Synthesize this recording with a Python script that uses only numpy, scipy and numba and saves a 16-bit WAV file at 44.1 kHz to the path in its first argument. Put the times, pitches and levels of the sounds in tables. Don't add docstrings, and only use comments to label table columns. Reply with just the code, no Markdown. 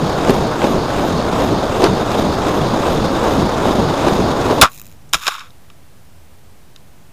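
import sys
import numpy as np
from scipy import signal
from scipy.fft import rfft, irfft, next_fast_len
from scipy.io import wavfile
from numba import njit

SR = 44100
rng = np.random.default_rng(int(sys.argv[2]) if len(sys.argv) > 2 else 0)


def store_pcm(level_fs):
    pcm = np.round(np.clip(level_fs, -1, 1) * 32767).astype(np.int16)
    wavfile.write(sys.argv[1], SR, np.atleast_2d(pcm).T)


N = 313992

# (time of completion [s], buffeting gain [dB], swell of the roar [dB])
TURNS = [(-0.02, 0, -4), (0.36, -4, 4), (0.71, 6, 0.5), (1.07, -5.5, 3.5), (1.46, 2.5, 3), (1.85, 3, 1),
         (2.2, 0.5, 1.5), (2.569, -2, 3), (2.939, 0, 2.5), (3.33, 2.5, 4), (3.74, 1, 3), (4.149, 3.5, 2.5),
         (4.56, -4, 2), (4.96, 1.5, 2)]


def from_db(db):
    return 10 ** (np.asarray(db) / 20)


def unit_rms(x):
    return x / np.sqrt(np.mean(x ** 2) + 1e-20)


def clock():
    return np.arange(N) / SR


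def in_time(rows):
    times, *columns = np.transpose(rows)
    return [np.interp(clock(), times, column) for column in columns]


def low_pass(x, hz, order=2):
    return signal.sosfilt(signal.butter(order, min(hz, .45 * SR), fs=SR, output="sos"), x)


def drift(rate_hz):
    size = next_fast_len(N)
    hz = np.arange(size // 2 + 1) * SR / size
    return unit_rms(irfft(rfft(rng.standard_normal(size)) / (1 + (hz / rate_hz) ** 2), size)[:N])


def coloured(spectrum):
    hz, db = np.transpose(spectrum)
    size = next_fast_len(N)
    bin_hz = np.maximum(np.arange(size // 2 + 1) * SR / size, 1)
    gain = from_db(np.interp(np.log(bin_hz), np.log(hz), db))
    return unit_rms(irfft(rfft(rng.standard_normal(size)) * gain, size)[:N])


def resonate(x, modes):
    out, power = 0, 0
    for k, (hz, width, db) in enumerate(modes):
        radius = np.exp(-np.pi * width / SR)
        gain = from_db(db) * (1 - radius * radius) / 2
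        feedback = [1, -2 * radius * np.cos(2 * np.pi * hz / SR), radius * radius]
        out = out + (-1) ** k * signal.lfilter([gain, 0, -gain], feedback, x + 1e-18)
        power += gain * from_db(db)
    return out / np.sqrt(power)


@njit
def gliding_resonance(x, pole_angle, radius):
    out, first, second = np.zeros(len(x)), 0j, 0j
    for i in range(len(x)):
        pole = radius * np.exp(1j * pole_angle[i])
        first = first * pole + x[i]
        second = second * pole + first
        out[i] = second.real
    return out


def turns_past(angle):
    turns = np.interp(clock(), np.array(TURNS)[:, 0], np.arange(len(TURNS)))
    return (turns - angle + .5) % 1 - .5


def facing(angle, spread):
    return np.exp(-.5 * (turns_past(angle) / spread) ** 2)


def airflow(rise_db_per_s=0.34, roar_flutter_db=1.08, hiss_flutter_db=1.5, wander_db=0.3):
    # (frequency [Hz], relative spectral density [dB])
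    roar_spectrum = [(12, -22.5), (22, -6), (60, -6), (140, -4), (270, -2.5), (600, -3.5), (1130, -9),
                     (1840, -23.5), (2600, -29), (3400, -51)]
    hiss_spectrum = [(940, -30), (1600, -7.5), (2240, -10), (2700, -6.5), (3110, -5.5), (3690, -1),
                     (4270, -9.5), (5070, -7.5), (5750, -12.5), (6700, -9), (7750, -20.5), (8530, -17),
                     (9570, -21.5), (12300, -26), (14500, -29), (15900, -37)]
    _, swell_db = in_time(TURNS)
    speed_db = rise_db_per_s * clock() + wander_db * drift(10)
    roar_db = -18 + speed_db + swell_db * facing(angle=0.84, spread=0.1)
    hiss_db = -34 + speed_db + 2.5 * facing(angle=0.92, spread=0.19)
    flutter = drift(65)
    roar = from_db(roar_db + roar_flutter_db * flutter) * coloured(roar_spectrum)
    hiss = from_db(hiss_db + hiss_flutter_db * flutter) * coloured(hiss_spectrum)
    return roar + hiss


def once_a_turn(bands):
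    out = 0
    for angle, spread, hz, glide, width, db in bands:
        centre_hz = hz * 2 ** (glide * turns_past(angle))
        radius = np.exp(-np.pi * width / SR)
        band = gliding_resonance(rng.standard_normal(N), 2 * np.pi * centre_hz / SR, radius)
        out = out + unit_rms(band) * facing(angle, spread) * from_db(db)
    return out


def eddies():
    # (angle [turns], spread [turns],
    # frequency [Hz], glide [octaves/turn], resonator bandwidth [Hz], level [dB])
    port_bands = [(0.92, 0.11, 330, -1, 260, -22.5), (0.2, 0.11, 170, -1.5, 260, -16.5)]
    whistle_bands = [(0.995, 0.045, 12360, -0.6, 1500, -47.5)]
    edge_bands = [ (0.31, 0.15, 4395, 0.11, 1535, -36), (0.56, 0.19, 1396, 0.021, 507, -32),
                  (0.72, 0.12, 7710, 0.47, 1190, -47), (0.77, 0.11, 2630, 1.0, 900, -36.5),
                  (0.86, 0.15, 12340, 0.1, 7020, -49.5)]
    buffet_db, _ = in_time(TURNS)
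    whoosh = from_db(buffet_db) * once_a_turn(port_bands)
    return whoosh + once_a_turn(whistle_bands) + once_a_turn(edge_bands)


def add_burst(out, start_s, db, t60, noise):
    start = int(start_s * SR)
    age = np.arange(len(noise)) / SR
    burst = unit_rms(noise) * from_db(db - 60 * age / t60)
    out[start:start + len(noise)] += burst[:N - start]


def add_blows(out, blows, order=1, size=8820):
    for start_s, db, t60, cutoff_hz in blows:
        add_burst(out, start_s, db, t60, low_pass(rng.standard_normal(size), cutoff_hz, order=order))


def gusts(crackle_db=2.0, rasp_grain_db=6.0, rasp_hz=4500):
    # (time [s], spread [s], level [dB], pitch shift [octaves], rasp level [dB])
    bursts = [(0.297, 0.012, -9, -0.3, -23), (0.642, 0.01, -10, 0.14, -25), (1.85, 0.019, -7, 0.38, -24),
              (2.115, 0.011, -28, 0.5, -31), (3.24, 0.025, -20.5, 0.6, -36),
              (4.085, 0.017, -15.5, 0.3, -30), (4.512, 0.012, -12.5, 0.36, -34)]
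    # (frequency [Hz], relative spectral density [dB])
    burst_spectrum = [(30, -17.5), (150, 0.5), (300, 10.5), (800, 1.5), (1300, -10.5), (2000, -19.5),
                      (3500, -17), (7000, -49), (15000, -45)]
    # (time [s], level [dB], t60 [s], cutoff [Hz])
    snaps = [(0.2494, -8, 0.0061, 2500), (0.3064, -12.5, 0.0047, 12000), (0.618, -8.5, 0.016, 1500),
             (0.903, -7, 0.015, 1100), (1.8215, -11, 0.007, 3500), (1.841, -4.5, 0.012, 3500),
             (2.144, -17, 0.012, 1800), (2.484, -18, 0.011, 4000)]
    grain = drift(370)
    crackle = unit_rms(from_db(crackle_db * grain))
    rasp = unit_rms(low_pass(rng.standard_normal(N) * from_db(rasp_grain_db * grain), rasp_hz))
    out = np.zeros(N)
    for peak_s, spread, db, octaves, rasp_db in bursts:
        flap = coloured([(hz * 2 ** octaves, level_db) for hz, level_db in burst_spectrum])
        envelope = np.exp(-.5 * ((clock() - peak_s) / spread) ** 2)
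        out += envelope * (from_db(db) * flap * crackle + from_db(rasp_db) * rasp)
    add_blows(out, snaps, order=2)
    return out


def add_knocks(out, knocks, size=8820):
    for start_s, db, t60, hz, width in knocks:
        band = resonate(rng.standard_normal(2 * size), [(hz, width, 0)])
        add_burst(out, start_s, db, t60, band[size:])


def landing():
    # (time [s], level [dB], t60 [s], cutoff [Hz])
    blows = [(4.6133, 16, 0.044, 12000), (4.619, 12, 0.037, 706), (4.6229, 11, 0.013, 8000),
             (5.1301, -18, 0.016, 14000), (5.1343, 2.5, 0.012, 16000), (5.1417, -7, 0.047, 7000),
             (5.1508, -12, 0.02, 5020), (5.267, -12, 0.033, 4500), (5.2786, -7, 0.037, 3600)]
    # (time [s], level [dB], t60 [s], frequency [Hz], bandwidth [Hz])
    body_thuds = [(4.617, 0.5, 0.075, 40, 90), (4.614, 4.5, 0.05, 3680, 250), (4.619, 5, 0.071, 660, 200),
                  (4.632, -1.5, 0.1, 1110, 130), (5.143, -14, 0.04, 830, 350),
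                  (5.136, -28.5, 0.07, 250, 200), (5.153, -21.5, 0.09, 35, 30),
                  (5.267, -25, 0.029, 550, 300), (5.279, -16, 0.049, 760, 260)]
    stalk_ticks = [(5.092, -39, 0.018, 7300, 1200), (5.185, -28, 0.012, 3500, 5000),
                   (5.1955, -35, 0.012, 9000, 8000), (5.394, -28, 0.015, 5000, 2500),
                   (5.407, -33, 0.04, 1400, 1200), (5.505, -45.5, 0.017, 3500, 2000),
                   (5.701, -39, 0.016, 1700, 2400), (6.7612, -33.5, 0.014, 4060, 2400)]
    # (frequency [Hz], bandwidth [Hz], relative gain [dB])
    shell_modes = [(865, 100, -10), (1120, 200, 0.5), (1348, 230, 2), (1640, 260, -4), (2460, 550, -5),
                   (3697, 340, -1), (5246, 410, -5.5), (6890, 630, -6.5), (9800, 2300, -15),
                   (14000, 2700, -16.5)]
    contact = sliding()
    add_blows(contact, blows + judder())
    add_knocks(contact, stalk_ticks)
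    thuds = np.zeros(N)
    add_knocks(thuds, body_thuds)
    return resonate(contact, shell_modes) + thuds


def judder(start_s=4.634, period_s=0.0098, first_db=-0.5, loss_db=6.3, t60=0.03, cutoff_hz=900, count=6):
    return [(start_s + k * period_s, first_db - k * loss_db, t60, cutoff_hz) for k in range(count)]


def buzz(rate_hz=101, touch_cycles=0.1, jitter_cycles=0.08, fade_db_per_s=66, uneven_db=3.0):
    # (frequency [Hz], bandwidth [Hz], relative gain [dB])
    modes = [(1160, 220, -5), (2520, 360, -1.5), (3930, 400, -1.5), (5150, 440, -3), (6850, 890, 0),
             (8800, 600, -5.5), (10200, 700, -4), (14300, 790, 2)]
    start_s, attack_s, wide_for_s, end_s, release_s = 4.68, 0.097, 0.13, 4.955, 0.033
    age = np.maximum(clock() - start_s, 0)
    gate = np.clip(np.minimum(age / attack_s, (end_s - clock()) / release_s), 0, 1)
    level = gate * from_db(-36.5 - fade_db_per_s * age + uneven_db * drift(60))
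    swings = rate_hz * clock() + jitter_cycles * drift(40)
    out_touch, back_touch = [unit_rms(np.exp(-.5 * ((phase % 1 - .5) / touch_cycles) ** 2))
                             for phase in (swings, swings + .5)]
    wide = np.clip(1 - (age / wide_for_s) ** 2, 0, 1)
    touches = (out_touch + wide * back_touch) * rng.standard_normal(N)
    return resonate(touches * level, modes)


def sliding(speed_power=2.13, grain_db=3.0, rub_hz=1800, dull_from_s=5.264, dulling_s=0.14):
    # (start [s], time of top speed [s], stop [s], level at top speed [dB])
    slides = [(5.15, 5.158, 5.21, -27.5), (5.126, 5.272, 5.537, -23.5)]
    level = sum(from_db(db) * np.interp(clock(), [start, fastest, stop], [0, 1, 0]) ** speed_power
                for start, fastest, stop, db in slides)
    sharp_share = 0.83 * np.exp(-np.maximum(clock() - dull_from_s, 0) / dulling_s)
    scratch = unit_rms(rng.standard_normal(N) * from_db(grain_db * drift(500)))
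    rub = unit_rms(low_pass(scratch, rub_hz, order=1))
    return level * (sharp_share * scratch + (1 - sharp_share) * rub)


def meadow(hiss_db=-51, drone_hz=81, drone_width_hz=14):
    # (frequency [Hz], relative spectral density [dB])
    hiss_spectrum = [(20, -20.5), (200, -22), (400, -22), (700, -22), (1400, -28), (4500, -34.5),
                     (10800, -37), (15900, -39)]
    breeze_spectrum = [(12, -9.5), (30, -5), (60, -1), (100, -0.5), (150, -2.5), (220, -9), (350, -16),
                       (800, -35), (3000, -68)]
    # (time [s], breeze level [dB], drone level [dB])
    levels = [(4.7, -45, -59.5), (5.1, -47, -58), (5.3, -56.5, -67.5), (5.5, -50, -61), (6.4, -50.5, -51.5),
              (7.1, -49, -57)]
    breeze_db, drone_db = in_time(levels)
    rumble = low_pass(rng.standard_normal(N), 200)
    drone = from_db(drone_db) * unit_rms(resonate(rumble, [(drone_hz, drone_width_hz, 0)]))
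    hiss = from_db(hiss_db) * coloured(hiss_spectrum)
    breeze = from_db(breeze_db) * coloured(breeze_spectrum)
    return hiss + breeze + drone


def scene(landing_s=4.613, wind_t60=0.065):
    flying = from_db(-60 * np.clip((clock() - landing_s) / wind_t60, 0, 2))
    wind = flying * (airflow() + eddies() + gusts())
    return (wind + landing() + buzz() + meadow())[None]


def record(dry, offset=0.011, ceiling=0.97, cutoff_hz=15350):
    clipped = np.clip(dry + offset, -ceiling, ceiling)
    return signal.sosfilt(signal.ellip(10, .1, 80, cutoff_hz, fs=SR, output="sos"), clipped)


dry = scene()
out = record(dry)
store_pcm(out)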